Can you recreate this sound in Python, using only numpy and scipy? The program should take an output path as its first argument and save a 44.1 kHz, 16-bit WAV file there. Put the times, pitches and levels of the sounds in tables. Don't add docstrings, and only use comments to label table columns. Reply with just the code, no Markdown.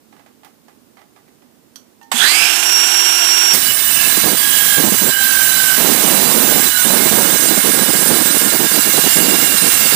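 import sys
import numpy as np
from scipy import signal
from scipy.fft import rfft, irfft
from scipy.io import wavfile

SR = 44100
rng = np.random.default_rng(int(sys.argv[2]) if len(sys.argv) > 2 else 0)


def generate_wav(sig):
    pcm = np.round(np.clip(np.atleast_2d(sig).T, -1, 1) * 32767).astype(np.int16)
    wavfile.write(sys.argv[1], SR, pcm)


N = 438794
T = np.arange(N) / SR
START_S, BITE_S, END_S = 2.12, 3.53, 11
IDLE_HZ, GEAR_RATIO, TEETH = 350.55, 6, 32
TOP_HZ = 15280


# pitch_hz, entering_db, halfway_db, deep_db
BLADE_MODES = [(2138, -32, -27.5, -20.5), (2676, -14, -23, -28.5), (2944, -16.5, -19, -20.5),
               (3618, -19, -23, -22), (3992, -19, -17.5, -19), (4710, -18, -21.5, -18),
               (5200, -18, -22.5, -17.5), (5983, -18, -20, -21), (6460, -22, -19, -17.5),
               (7260, -21, -15.5, -13), (7610, -23, -15, -13), (7890, -28, -22, -13), (8050, -16, -17, -28),
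               (8796, -13, -14.5, -8), (9300, -20, -21, -17), (9495, -11, -13.5, -14.5),
               (10230, -17, -19, -22.5), (10540, -22, -15, -14.5), (11080, -19, -15.5, -14),
               (11910, -19, -14, -16), (12070, -20, -16, -17), (12340, -15, -16, -23),
               (12800, -17, -17, -14.5), (13000, -22, -16, -18), (13360, -20, -17, -20),
               (13890, -17, -16, -16), (14240, -12, -14, -17), (14350, -17, -17, -13),
               (14740, -9, -17, -26), (15040, -10, -10.5, -13)]
# centre_s, half_length_s, pitch_hz, boost_db
FLARES = [(3.68, 0.064, 2945, 7), (3.98, 0.15, 2945, 6), (4.011, 0.12, 2665, 10), (4.0, .4, 9520, 2.5),
          (5.17, 0.07, 2945, 14.5), (5.234, 0.093, 3992, 7.5), (6.767, 0.1, 2945, 8.5), (6.7, .3, 3622, 6),
          (6.768, 0.13, 3992, 4), (9.03, 0.11, 7253, 4), (9.1, .1, 2140, 7.5)]
def blade_scream(friction, blade_angle, depth):
    lobes = [np.cos(count * blade_angle + walk(20)) for count in range(1, 5)]
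    out = 0
    for index, (hz, *stage_db) in enumerate(BLADE_MODES):
        db = np.interp(depth, [0, 1, 2], stage_db) + 1.43 * walk(7) - 0.057 * np.log2(hz / 8000)
        db += sum(boost * swell(when, half) for when, half, mode, boost in FLARES if abs(mode - hz) < 100)
        sidebands = 1 + 0.28 * hz / TOP_HZ * lobes[index % len(lobes)]
        out += undb(db) * sidebands * ring(friction, hz, width_hz=15 + 0.00079 * hz)
    return out


# frequency_hz, gain_db
CHIP_SPECTRUM = [(100, -4.5), (200, -1.5), (500, -6.5), (900, 1), (1300, 1), (2400, 1.5), (4000, 2.5),
                 (6000, 1), (8000, 3.5), (11000, 2.5), (14000, 2), (15200, -1)]
def chip_hiss(bite):
    spray = colour(noise() * bite, CHIP_SPECTRUM)
    plate = signal.fftconvolve(spray, burst(0.0065, tail_db=-22, tail_s=0.018))[:N]
    entry_db = 8 * np.exp(-np.maximum(T - BITE_S, 0) / 0.032)
    return unit(unit(spray) + undb(-5.5) * unit(plate)) * undb(entry_db)


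# cycles_per_blade_turn, gain_db
TOOTH_ORDERS = [(16, -12.5), (31, -8), (32, 7.5), (33, 2), (64, -4)]
# start_s, length_s, level_db
SQUEALS = [(3.88, 0.256, -30), (4.33, 0.34, -24), (4.559, .26, -21.5), (5.016, 0.44, -22),
           (5.398, 0.386, -22.5), (6.683, 0.16, -22.5)]
# start_s, length_s, rise_s, level_db
OCTAVES = [(4.298, .5, 0.11, -30.5), (8.2, 1.9, 1.07, -28)]
def tooth_squeal(blade_angle):
    tone = sum(undb(db) * np.sin(order * blade_angle + 0.23 * walk(70)) for order, db in TOOTH_ORDERS)
    squeals = [undb(db) * envelope(start, start + length, 0.15, 0.036) for start, length, db in SQUEALS]
    level = np.maximum(np.max(squeals, axis=0), undb(-38.5)) * undb(1.9 * walk(30))
    octave = np.sin(2 * TEETH * blade_angle + 0.85 * walk(60)) * (1 + 0.71 * np.cos(blade_angle))
    build_up = sum(undb(db) * envelope(start, start + length, rise, 0.036)
                   for start, length, rise, db in OCTAVES)
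    return unit(tone) * level + unit(octave) * build_up * undb(1.4 * walk(14))


# time_s, stage (0 entering, 1 halfway, 2 deep)
CUT_DEPTH = [(4.1, 0.73), (5.2, 1.1), (6.3, 0.99), (7.9, 1.78)]
# time_s, level_db
FEED = [(3.6, -23.5), (3.79, -27), (3.86, -27.5), (4.02, -23), (4.36, -26), (4.66, -23.5), (5.12, -27),
        (5.51, -23.5), (8.78, -25.5), (9.17, -22), (9.22, -25), (9.95, -22)]
# centre_s, half_length_s, change_db
EASES = [(3.593, 0.034, -3), (3.83, 0.1, -0.5), (5.162, 0.055, -4), (6.74, 0.049, -3), (8.62, 0.13, -1)]
# pitch_hz, width_hz, gain_db
GUARD_MODES = [(1636, 25, -30.5), (1758, 190, -31), (2210, 51, -60)]
def cutting(blade_angle):
    tooth_pulses = 1 + 0.5 * np.cos(TEETH * blade_angle)
    bite = tooth_pulses * (1 + 0.029 * np.cos(blade_angle)) * undb(1.1 * walk(300))
    friction, depth = noise() * bite, curve(CUT_DEPTH)
    scream = blade_scream(friction, blade_angle, depth)
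    feed_db = curve(FEED) + 0.33 * walk(14)
    eased_db = sum(db * swell(when, half) for when, half, db in EASES)
    scream *= undb(-13.5 + 0.21 * (feed_db - feed_db.mean()) + eased_db)
    chips = chip_hiss(bite) * undb(feed_db + 8 + eased_db)
    guard = body(friction, GUARD_MODES) * undb(3.5 * (depth - 2))
    return (scream + chips + tooth_squeal(blade_angle) + guard) * gate(BITE_S, END_S)


# start_s, length_s, level_db
SPUTTER_BURSTS = [(3.537, 0.047, -28.5), (4.075, 0.007, -29.5), (4.12, 0.044, -32.5),
                  (4.172, 0.0092, -22.5), (4.237, 0.11, -21), (4.772, 0.12, -21.5), (4.922, 0.025, -19.5),
                  (5.013, 0.084, -24), (5.777, 0.549, -22.5), (6.341, 0.26, -21), (6.625, 0.05, -27.5),
                  (6.848, 0.51, -22.5), (7.394, 0.073, -24.5), (7.482, 0.067, -26.5), (7.565, 0.037, -24.5),
                  (7.64, 0.064, -22.3), (7.734, 0.1, -20.5), (7.861, 0.047, -21), (7.934, 0.036, -22.2),
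                  (7.988, 0.044, -22.5), (8.057, 0.17, -20.5), (8.252, 0.062, -26), (8.326, 0.042, -24.0),
                  (8.409, 0.085, -24.5), (8.519, 0.045, -22), (8.593, 0.067, -21), (8.715, 0.076, -24),
                  (8.85, 0.043, -23.5), (8.935, 0.061, -23), (9.038, 0.035, -21.5), (9.157, 0.11, -23),
                  (9.283, 0.08, -23.5), (9.38, 0.023, -24.5), (9.417, 0.068, -28), (9.488, 0.064, -27),
                  (9.619, 0.057, -24.5), (9.663, 0.024, -24), (9.721, 0.049, -31.5), (9.808, 0.062, -28),
                  (9.922, 0.025, -21.5)]
# time_s, peak_db
POPS = [(4.277, -11), (7.167, -11), (7.689, -11), (8.776, -9), (8.977, -4.5), (9.425, -12)]
# frequency_hz, gain_db
SPUTTER_SPECTRUM = [(20, -26), (80, -26.5), (130, -11), (200, 1), (300, -0.5), (450, -5), (700, -10),
                    (1100, -14.5), (2000, -24.5)]
def low_sputter():
    pops, roar = np.zeros(N), np.zeros(N)
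    level = undb(-40.5) * gate(BITE_S, END_S)
    attack_s, release_s, full_roar_s = 0.0067, 0.014, 0.67
    for start, length, db in SPUTTER_BURSTS:
        shape = envelope(start - attack_s / 2, start + length + release_s, attack_s, release_s)
        level = np.maximum(level, undb(db + 2) * shape)
        roar = np.maximum(roar, min(length / full_roar_s, 1) * shape)
    openings = [(start, db + 7) for start, _, db in SPUTTER_BURSTS]
    for when, db in openings + list(POPS):
        add(pops, when, colour(burst(0.0068, tail_db=-8, tail_s=0.0084), SPUTTER_SPECTRUM), db)
    pulses = noise() * (rng.random(N) < 2500 / SR) * undb((2.5 - 1.3 * roar) * walk(90))
    rumble = unit(colour(pulses, SPUTTER_SPECTRUM))
    return pops + level * (rumble + undb(-7.5) * roar * ring(pulses, hz=490, width_hz=540))


# time_s, speed_lost_hz
SAG = [(3.53, 0), (3.62, 10.5), (4, 29.5), (4.3, 41.5), (4.7, 45.5), (4.95, 53.5), (5.3, 56.5), (5.78, 64),
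       (6.1, 70.5), (6.8, 74.5), (8.85, 90), (9.08, 87.5), (9.55, 90), (9.82, 96), (9.95, 89.5)]
def shaft_rate():
    running_s = np.maximum(T - START_S, 0)
    return IDLE_HZ * (1 - np.exp(-(running_s / 0.11) ** 1.14)) - curve(SAG)


# cycles_per_shaft_turn, idle_db, torque_boost_db
GEAR_ORDERS = [(1, -40.5, -3.5), (2, -42, -16), (3, -42, -10), (4, -37.5, 2.5), (7, -42.5, 20), (8, -29, 3),
               (15, -44.5, 20.5)]
def gear_whine(shaft_hz, shaft_angle, torque):
    tones = 0
    for order, db, boost_db in GEAR_ORDERS:
        wobble = (0.12 + 0.53 * torque) * walk(260)
        tones += undb(db + boost_db * torque) * np.sin(order * shaft_angle + wobble)
    strain = (0.08 + 0.5 * torque) * walk(350)
    settled = envelope(2.63, BITE_S + 0.038, 0.038, 0.038)
    choke_db = np.clip(128 * (T - BITE_S), 0, 6)
    mesh_level = shaft_hz / IDLE_HZ * undb(-25.5 + 9 * settled - choke_db + 1.9 * walk(25.05))
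    mesh = mesh_level * np.sin(16 * shaft_angle + strain + 0.25 * walk(10))
    return np.sqrt(2) * (tones * gate(2.19, 3.58) + mesh * gate(2.16, 3.85))


# frequency_hz, gain_db
GEARCASE_SPECTRUM = [(59, -54), (100, -38), (308, -14.5), (346, -19), (382, -12), (606, -19.5), (715, -7.5),
                     (1320, -10), (1560, 0), (1900, -8), (2240, -5), (2730, -1.5), (3110, -2.5),
                     (4130, -10), (5200, -10), (6760, -32), (11400, -120)]
# frequency_hz, gain_db
AIR_SPECTRUM = [(3000, -27), (4500, -7), (6300, 2.5), (7000, -0.5), (7300, 6.5), (7800, 1.5), (9500, -0.5),
                (11500, -2), (15000, -5.5)]
def rattle_and_air(shaft_hz, shaft_angle, torque):
    backlash = undb(1.8 * np.cos(shaft_angle / GEAR_RATIO / 2 + 1.3 * walk(16)))
    beat = unit((1 + 0.068 * np.cos(shaft_angle)) * backlash)
    impacts = noise() * beat * undb(1.4 * walk(90))
    rattle = unit(colour(impacts, GEARCASE_SPECTRUM)) * undb(-20 + 2 * torque)
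    air = unit(colour(noise() * beat ** 0.7, AIR_SPECTRUM)) * undb(-18)
    return np.tanh(shaft_hz / 104) ** 1.5 * (rattle + air)


# centre_s, spread_s, pitch_hz, width_hz, level_db
HOUSING_MODES = [(2.217, 0.023, 3410, 300, -14.5), (2.244, 0.018, 1620, 160, -14),
                 (2.285, 0.024, 4000, 300, -17.5), (2.286, 0.023, 4660, 200, -20),
                 (2.43, 0.046, 2640, 300, -18), (2.33, 0.078, 8600, 1100, -21.5)]
def motor(shaft_hz, shaft_angle):
    torque = envelope(2.197, 2.59, attack_s=0.019, release_s=0.13)
    whine = gear_whine(shaft_hz, shaft_angle, torque)
    whirr = rattle_and_air(shaft_hz, shaft_angle, torque)
    housing = sum(undb(db - 2.2 * ((T - when) / spread) ** 2) * ring(noise(), hz, width)
                  for when, spread, hz, width, db in HOUSING_MODES)
    switching = undb(-23) * np.sin(2 * np.pi * 7900 * T) * np.cos(4 * shaft_angle)
    switching *= envelope(2.113, 2.26, attack_s=0.0062, release_s=0.068)
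    groan = undb(-24) * np.sin(2 * np.pi * 235 * T) * gate(2.137, 2.19)
    return gate(2.119, 3.58) * (whirr + housing) + whine + switching + groan


# time_s, clack_peak_db, ring_peak_db
JOLTS = [(2.014, -44, -37), (2.117, -6, -24)]
# pitch_hz, width_hz, gain_db
JOLT_MODES = [(810, 4.8, -2), (910, 3.5, 0), (1810, 6.9, -3.5), (2700, 25, -15)]
def drive_jolts():
    out = np.zeros(N)
    spectrum = [(100, -28), (500, -9), (850, 5.5), (1500, 2), (3500, -1.5), (8000, -8), (15000, -13)]
    for when, clack_db, ring_db in JOLTS:
        add(out, when, colour(burst(0.0092, tail_db=-10, tail_s=0.045), spectrum), clack_db)
        add(out, when, body(signal.unit_impulse(SR // 3), JOLT_MODES), ring_db)
    return out


# time_s, peak_db
CLICKS = [(1.758, -25.5), (2.029, -39)]
# pitch_hz, width_hz, gain_db
LATCH_MODES = [(1300, 730, -5), (3290, 410, -3), (4530, 450, -1), (5770, 130, 0), (6160, 340, -4),
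               (8000, 3300, -10), (12000, 5000, -2)]
def trigger_clicks():
    out = np.zeros(N)
    for when, db in CLICKS:
        add(out, when, body(burst(0.0035, tail_db=-10, tail_s=0.032), LATCH_MODES), db)
    return out


# time_s, peak_db, treble_db
KNOCKS = [(.126, -37.5, -8), (.165, -43, -6), (.195, -39.5, -6), (.262, -39.5, 0), (.433, -38, -3),
          (.447, -32.5, 13), (.682, -38.5, 3), (.97, -35.5, -3), (.992, -44, -3), (1.016, -40, -3),
          (1.162, -41, -2), (1.28, -45, -2), (1.421, -46, -2)]
# pitch_hz, width_hz, gain_db
SHOE_MODES = [(804, 140, 6.5), (1130, 230, 1), (1620, 250, -4), (1970, 52, -6), (2880, 900, -20)]
def shoe_knocks():
    out = np.zeros(N)
    for when, db, treble_db in KNOCKS:
        blow = burst(0.0035, tail_db=-1.5, tail_s=0.036)
        add(out, when, body(blow, SHOE_MODES) + undb(treble_db - 6) * unit(blow), db)
    return out


# frequency_hz, gain_db
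DRAUGHT_SPECTRUM = [(20, 0), (120, 0), (300, -8), (800, -30)]
def cooling_draught():
    return undb(-56.5) * unit(colour(noise(), DRAUGHT_SPECTRUM)) * gate(2.2, END_S)


# frequency_hz, gain_db
FLOOR_SPECTRUM = [(15, -67), (25, -30), (163, -9), (196, -9), (231, 0), (309, -5), (404, -9), (515, -12.5),
                  (558, -14), (749, -17.5), (2430, -28), (12400, -30.5), (15000, -26.5)]
def noise_floor():
    return undb(-54) * unit(colour(noise(), FLOOR_SPECTRUM)) * undb(0.48 * walk(11.5))


# frequency_hz, gain_db
LEFT_SPECTRUM = [(25, -18), (60, -14), (120, -2), (230, 9), (350, 5), (600, 1.5), (1500, -2.5), (12000, -3),
                 (15000, -5)]
def left_hiss():
    level_db = curve([(BITE_S, -57), (3.6, -80), (4.5, -86), (6, -89)])
    return unit(colour(noise(), LEFT_SPECTRUM)) * undb(level_db)


def undb(db):
    return np.exp(np.asarray(db) * (np.log(10) / 20))


def unit(x):
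    return x / np.sqrt(np.mean(x ** 2) + 1e-20)


def curve(rows):
    return np.interp(T, *np.transpose(rows))


def envelope(start, stop, attack_s, release_s):
    return np.clip((T - start) / attack_s, 0, 1) * np.clip((stop - T) / release_s, 0, 1)


def gate(start, stop):
    return envelope(start, stop, 0.0068, 0.048)


def swell(when, half_length):
    return np.clip(1 - ((T - when) / half_length) ** 2, 0, 1)


def noise():
    return rng.standard_normal(N)


def walk(rate_hz):
    knots = rng.standard_normal(4096)
    return 1.17 * np.interp(T * rate_hz, np.arange(len(knots)), knots)


def colour(x, spectrum):
    hz, db = np.transpose(spectrum)
    size = 4096
    bins_hz = np.maximum(np.arange(size // 2 + 1) * SR / size, 1)
    gain = undb(np.interp(np.log(bins_hz), np.log(hz), db))
    cepstrum = irfft(np.log(gain))
    cepstrum[1:size // 2] *= 2
    cepstrum[size // 2 + 1:] = 0
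    return signal.fftconvolve(x, irfft(np.exp(rfft(cepstrum))))[:len(x)]


def ring(x, hz, width_hz):
    r = np.exp(-np.pi * width_hz / SR)
    return unit(signal.lfilter([1, 0, -1], [1, -2 * r * np.cos(2 * np.pi * hz / SR), r * r], x))


def body(x, modes):
    return sum(undb(db) * ring(x, hz, width) for hz, width, db in modes)


def burst(decay_s, tail_db, tail_s):
    t = T[:SR // 3]
    return rng.standard_normal(len(t)) * (np.exp(-t / decay_s) + undb(tail_db) * np.exp(-t / tail_s))


def add(out, when, sound, peak_db):
    i = int(when * SR)
    out[i:i + len(sound)] += (undb(peak_db) * sound / np.abs(sound).max())[:N - i]


def scene():
    shaft_hz = shaft_rate()
    shaft_angle = 2 * np.pi * np.cumsum(shaft_hz) / SR
    background = noise_floor() + cooling_draught()
    handling = shoe_knocks() + trigger_clicks() + drive_jolts()
    saw = motor(shaft_hz, shaft_angle) + cutting(shaft_angle / GEAR_RATIO)
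    close_mic = saw + low_sputter() + handling + background
    return np.array([left_hiss(), 2 * close_mic])


def record(dry):
    dry = signal.sosfilt(signal.butter(2, 22, "high", fs=SR, output="sos"), dry)
    ceiling, knee = 0.92, 6
    clipped = dry / (1 + np.abs(dry / ceiling) ** knee) ** (1 / knee)
    return signal.sosfilt(signal.ellip(12, .2, 70, TOP_HZ, fs=SR, output="sos"), clipped)


dry = scene()
out = record(dry)
generate_wav(out)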